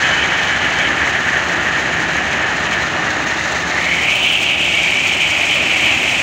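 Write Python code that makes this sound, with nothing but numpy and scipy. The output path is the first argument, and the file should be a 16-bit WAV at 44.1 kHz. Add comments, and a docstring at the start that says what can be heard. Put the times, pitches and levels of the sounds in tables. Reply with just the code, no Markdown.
"""Stone crushing plant in a valley

A crusher roars, a shaking screen tosses stones on its steel deck, and gravel hisses off the belts.
Behind them, motors and drives drone and beat. A hand around the microphone forms a hollow that rings;
near 4 s the grip shifts, the fingers rub softly and the hollow's pitch slides up."""
import sys
import numpy as np
from scipy import signal
from scipy.fft import rfft, irfft
from scipy.io import wavfile
from scipy.ndimage import uniform_filter1d, minimum_filter1d

SR = 44100
rng = np.random.default_rng(int(sys.argv[2]) if len(sys.argv) > 2 else 0)


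def transcribe(u):
    """Save the signal u as a 16-bit wav file named by the first command-line argument.

    u: samples, shape (n,) or (channels, n), limited to [-1, 1]; the rate is SR.
    q: integer samples, one column per channel.
    """
    v = np.clip(np.atleast_2d(u).T, -1, 1)
    q = np.round(v * 32767).astype(np.int16)
    wavfile.write(sys.argv[1], SR, q)


N = 274302
TIME = np.arange(N) / SR
FREQS = np.maximum(np.arange(N // 2 + 1) * SR / N, 1)

# how hard the crusher works: (time [s], relative level [dB])
CRUSHER_LOAD = [(0, -22), (1.2, -23), (3.0, -22.6), (3.9, -24), (4.5, -26.5), (5.4, -25.2), (5.8, -24.0),
                (6.22, -25.5)]
# tone of the roar with a loose and a close grip: (frequency [Hz], relative level [dB])
ROAR_TONE_LOOSE = [(20, -48), (46, -33), (64, -1), (105, -3), (150, 1.5), (230, 0), (360, 2), (470, -2),
                   (600, 2.5), (750, 4), (1030, 0), (1200, 3.5), (2200, -2), (2900, -2.5), (8000, -55)]
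ROAR_TONE_CLOSE = [(20, -31), (46, -21), (64, -4), (105, 2), (160, 3), (230, 4), (360, 5), (465, -3.5),
                   (590, 6.5), (780, 5.5), (1050, -1.5), (1230, -1), (1500, -2), (2700, 9.5), (11000, -82)]
# stone flow over the screen: (time [s], flow for the clatter [dB], flow for the deck's ring [dB])
STONE_FLOW = [(0, -13, -19), (0.6, -14.5, -18), (0.9, -14, -20), (1.2, -14.5, -22), (2.1, -16, -22.5),
              (2.8, -16.0, -23.0), (3.2, -17.5, -32), (3.7, -17, -31), (3.82, -13, -19), (4.1, -12, -13),
              (4.7, -13.5, -11), (6.22, -12.5, -13)]
# heaps of stone drop on the deck: (time [s], swell of its ring [dB])
HEAP_DROPS = [(0.225, 4.5), (0.805, 7), (0.87, 6), (1.37, 5), (2.32, 3), (2.73, 11), (2.85, 0), (3.31, 20),
              (5.53, 6), (5.87, 6)]
# the clatter and gravel dip briefly: (time [s], level change [dB])
STONE_DIPS = [(3.25, -4), (3.542, -3), (4.566, -7)]
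# ringing notes of the steel deck and the chute below: (frequency [Hz], width [Hz], relative level [dB])
DECK_NOTES = [(2291, 55, 3), (2450, 60, -2), (2528, 26, 2.5), (2740, 130, -5), (2920, 60, -3),
              (2997, 50, 2), (3075, 70, -4), (3190, 35, -5)]
CHUTE_NOTES = [(1440, 45, -2), (1717, 28, 0), (1800, 65, 0)]
# single large stones crack: (time [s], relative level [dB])
STONE_CRACKS = [(0.4294, -17), (0.7876, -14), (1.485, -14), (2.329, -14), (2.7087, -16), (2.728, -13),
                (3.1033, -14), (3.8432, -15), (4.1144, -24), (4.4278, -11.5), (5.0704, -14), (5.5079, -14)]
# gravel pours off the belts: (time [s], relative level [dB])
GRAVEL_POUR = [(0, -29.5), (0.3, -31.5), (1.1, -33), (1.7, -33), (3.1, -33.5), (3.45, -30), (3.8, -31),
               (4.6, -33), (4.85, -30), (6.22, -30.5)]
# tone of its hiss with a loose and a close grip: (frequency [Hz], relative level [dB])
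HISS_TONE_LOOSE = [(2600, -5.5), (3700, 6), (4150, 6), (4700, -1), (5600, -1), (6500, 4), (7300, -3.5),
                   (8100, -18.5), (9700, -30), (10400, -23), (12200, -45), (13800, -41), (14800, -26),
                   (16000, -30)]
HISS_TONE_CLOSE = [(2000, -26), (3300, -5.5), (4000, -1.5), (4800, -1.5), (5600, 0), (6600, 2.5), (7400, 0),
                   (8500, -6.5), (9900, -21.5), (11000, -20.5), (13600, -26), (14800, -20), (16000, -24)]
# drives and shaking frames: (frequency [Hz], level at average load [dB], wobble [share of strength])
DRIVE_HUMS = [(33.2, -70, .3), (66.4, -45, .2), (75.1, -43.5, .15), (84.7, -51, .3), (93.6, -47.5, .25),
              (99.6, -46, .25), (118.5, -51, .5), (132.8, -47, .4), (169.6, -40.3, .45), (212.6, -49.5, .5),
              (245.5, -46.5, .5), (310.9, -41.3, .6)]
# the hollow of the hand: (time [s], pitch [Hz], grip [0 loose to 1 close])
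HAND_HOLLOW = [(0, 1695, 0.059), (1.0, 1760, 0.15), (3.0, 1756, 0.099), (3.7, 1820, 0.086),
               (3.85, 2030, 0.13), (4.03, 2230, 0.59), (4.22, 2700, 0.63), (4.6, 2650, 0.79),
               (4.9, 2410, 0.67), (6.22, 2380, 0.83)]
# tone of the rubbing fingers: (frequency [Hz], relative level [dB])
RUB_TONE = [(5000, -20), (8800, 7), (12000, -14), (15000, 2)]


def crusher(load_db, grip):
    """Rock tumbling in the crusher blends into a smooth roar, a little louder with a close grip."""
    tumbling = impacts(per_s=3900, spread_db=3, fade_s=.093)
    return from_db(load_db + 2 + 2 * grip) * gripped(tumbling, ROAR_TONE_LOOSE, ROAR_TONE_CLOSE, grip)


def clatter(clatter_db, deck_db, toss_db, cracking, hollow_hz, grip):
    """Stones hit each other, the chute and the deck; the hand's hollow colours the first two."""
    blows = impacts(per_s=980, spread_db=-.5, fade_s=.03) * from_db(.5 * toss_db)
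    blows = rms_one(blows + from_db(-19) * cracking)
    chute = steel(impacts(per_s=850, spread_db=.5, fade_s=.019), CHUTE_NOTES)
    stones = rms_one(hollow(blows, hollow_hz, grip) + .45 * hollow(chute, hollow_hz, grip))
    deck_knocks = impacts(per_s=1400, spread_db=2.5, fade_s=.0039) * from_db(.68 * toss_db)
    return from_db(clatter_db) * stones + from_db(deck_db) * steel(deck_knocks, DECK_NOTES)


def feed(grip, usual_flow_db=-15, usual_ring_db=-18.5):
    """Levels of the clatter and the deck's ring: both rise with the flow, in bunches and with heaps."""
    flow_db, ring_db = in_time(STONE_FLOW)
    bunch_db = .65 * drift(per_s=9.7)   # the stones arrive unevenly
    heap_db = swells(HEAP_DROPS, half_s=.026)
    clatter_db = -19.5 + 1.33 * (flow_db - usual_flow_db) + .075 * heap_db
    deck_db = -21.5 + 1.8 * (ring_db - usual_ring_db) + heap_db
    deck_db -= 14.5 * grip   # a close grip shields the deck's ring
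    return clatter_db + bunch_db, deck_db + bunch_db


def screen_toss(turns_per_s=12.47, first_toss_s=.012):
    """The screen throws its load once a turn, never quite the same amount, so the level swings."""
    return .85 * np.cos(2 * np.pi * turns_per_s * (TIME - first_toss_s)) + 1.06 * drift(per_s=26)


def steel(knocks, notes):
    """Knocks make a steel plate ring at its own notes."""
    ring = np.zeros(N)
    for hz, width, db in notes:
        near_note = signal.lfilter(*resonator(hz, 6 * width), knocks)
        ring += from_db(db) * signal.lfilter(*resonator(hz, width), near_note)
    return rms_one(ring)


def cracks(fade_s=.092):
    """Large stones split, each with a sharp burst of noise that dies quickly."""
    strength = np.zeros(N)
    for start_s, db in STONE_CRACKS:
        start = int(start_s * SR)
        age = TIME[:N - start]
        strength[start:] += from_db(db + 21 - 60 * np.minimum(age / fade_s, 3))
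    return strength * rng.standard_normal(N)


def gravel(pour_db, toss_db, cracking, grip):
    """Fine chips patter and hiss with every throw of the screen; flinty ones tick brightly."""
    chips = impacts(per_s=2100, spread_db=-4, fade_s=.058) * from_db(.76 * toss_db) + cracking
    ticks = impacts(per_s=200, spread_db=3, fade_s=.025) * from_db(1.1 * toss_db) + .9 * cracking
    bright = rms_one(np.diff(ticks, n=2, prepend=[0, 0]))   # a hard, brief hit favours the treble
    hiss = gripped(rms_one(chips) + from_db(1) * bright, HISS_TONE_LOOSE, HISS_TONE_CLOSE, grip)
    return from_db(pour_db + 2 - 1.5 * grip) * hiss


def drives(load_db):
    """Unbalanced shafts hum; the two lowest strong hums beat about nine times a second."""
    hum = np.zeros(N)
    for hz, db, wobble in DRIVE_HUMS:
        sway = 1 + wobble * (drift(per_s=1.3) + 1j * drift(per_s=5.8))   # strength and timing wander
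        turning = np.exp(2j * np.pi * (hz * TIME + rng.random()))
        hum += from_db(db) * rms_one(np.real(sway * turning))
    return hum * from_db(.5 * (load_db - load_db.mean()))


def finger_rub(middle_s=4.23, half_s=.36, level_db=-43):
    """Skin slides on the microphone's case: a faint, fine hiss that swells and fades."""
    hiss = coloured(impacts(per_s=1500, spread_db=11, fade_s=.03), RUB_TONE)
    return from_db(level_db) * np.exp(-((TIME - middle_s) / half_s) ** 2) * hiss


def hollow(sound, hz, grip, block=256):
    """The air in the cupped hand rings and favours sound near its moving pitch."""
    width_hz = 578 + 220 * grip   # a close grip damps the ringing
    out, state = np.zeros(N), np.zeros((2, 2))
    for i in range(0, N, block):
        band = np.concatenate(resonator(hz[i], width_hz[i]))
        out[i:i + block], state = signal.sosfilt([band, band], sound[i:i + block], zi=state)
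    return rms_one(out / np.sqrt(width_hz))   # a wider band does not get louder


def gripped(sound, loose, close, grip):
    """The tone blends from loose to close as the hand tightens."""
    return (1 - grip) * coloured(sound, loose) + grip * coloured(sound, close)


def impacts(per_s, spread_db, fade_s):
    """Random hits of uneven size, each a crunch that falls by 60 dB in fade_s."""
    sizes = from_db(spread_db * np.minimum(rng.exponential(1, N), 4))
    hits = (rng.random(N) < per_s / SR) * sizes ** 2
    energy = signal.lfilter([1], [1, -from_db(-120 / (fade_s * SR))], hits + 1e-18)
    return rms_one(np.sqrt(energy) * rng.standard_normal(N))


def resonator(hz, width):
    """A filter that lets through a band around one pitch."""
    r = np.exp(-np.pi * width / SR)
    return (1 - r * r) / 2 * np.array([1, 0, -1]), [1, -2 * r * np.cos(2 * np.pi * hz / SR), r * r]


def coloured(sound, tone):
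    """Shape a sound's lows and highs with a tone table, at strength 1."""
    hz, db = np.transpose(tone)
    gain = from_db(np.interp(np.log(FREQS), np.log(hz), db))
    return rms_one(irfft(rfft(sound) * gain, N))


def drift(per_s, size=4096):
    """A smooth random wander of strength 1 that changes about per_s times a second."""
    hz = np.arange(size // 2 + 1) * SR / N
    slow = irfft(rfft(rng.standard_normal(size)) / (1 + (hz / per_s) ** 2))
    return np.interp(TIME, np.linspace(0, N / SR, size), rms_one(slow))


def swells(rows, half_s):
    """A bell-shaped rise or dip in decibels at each listed time."""
    return sum(db * np.exp(-((TIME - middle_s) / half_s) ** 2) for middle_s, db in rows)


def in_time(rows):
    """Join a table's points with straight lines: one curve for each column after the time."""
    times, *columns = np.transpose(rows)
    return [np.interp(TIME, times, column) for column in columns]


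def from_db(db):
    """Turn decibels into a number to multiply by."""
    return 10 ** (np.asarray(db) / 20)


def rms_one(sound):
    """Scale a sound to an average strength (rms) of 1."""
    return sound / np.sqrt(np.mean(sound ** 2) + 1e-20)


def scene():
    """All the machines together, heard from the yard."""
    (load_db,), (pour_db,) = in_time(CRUSHER_LOAD), in_time(GRAVEL_POUR)
    hollow_hz, grip = in_time(HAND_HOLLOW)
    clatter_db, deck_db = feed(grip)
    toss_db, cracking = screen_toss(), cracks()
    stones = clatter(clatter_db, deck_db, toss_db, cracking, hollow_hz, grip)
    stones += gravel(pour_db, toss_db, cracking, grip)
    stones *= from_db(swells(STONE_DIPS, half_s=.0091))
    return (drives(load_db) + crusher(load_db, grip) + stones + finger_rub())[None]


def record(dry, ceiling=.62, cutoff_hz=15750):
    """A quick limiter turns down the loudest peaks, then the highest treble is cut."""
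    gain = minimum_filter1d(ceiling / np.maximum(abs(dry), ceiling), size=129)
    limited = dry * uniform_filter1d(gain, size=129)
    return signal.sosfilt(signal.ellip(12, .1, 90, cutoff_hz, fs=SR, output="sos"), limited)


dry = scene()
out = record(dry)
transcribe(out)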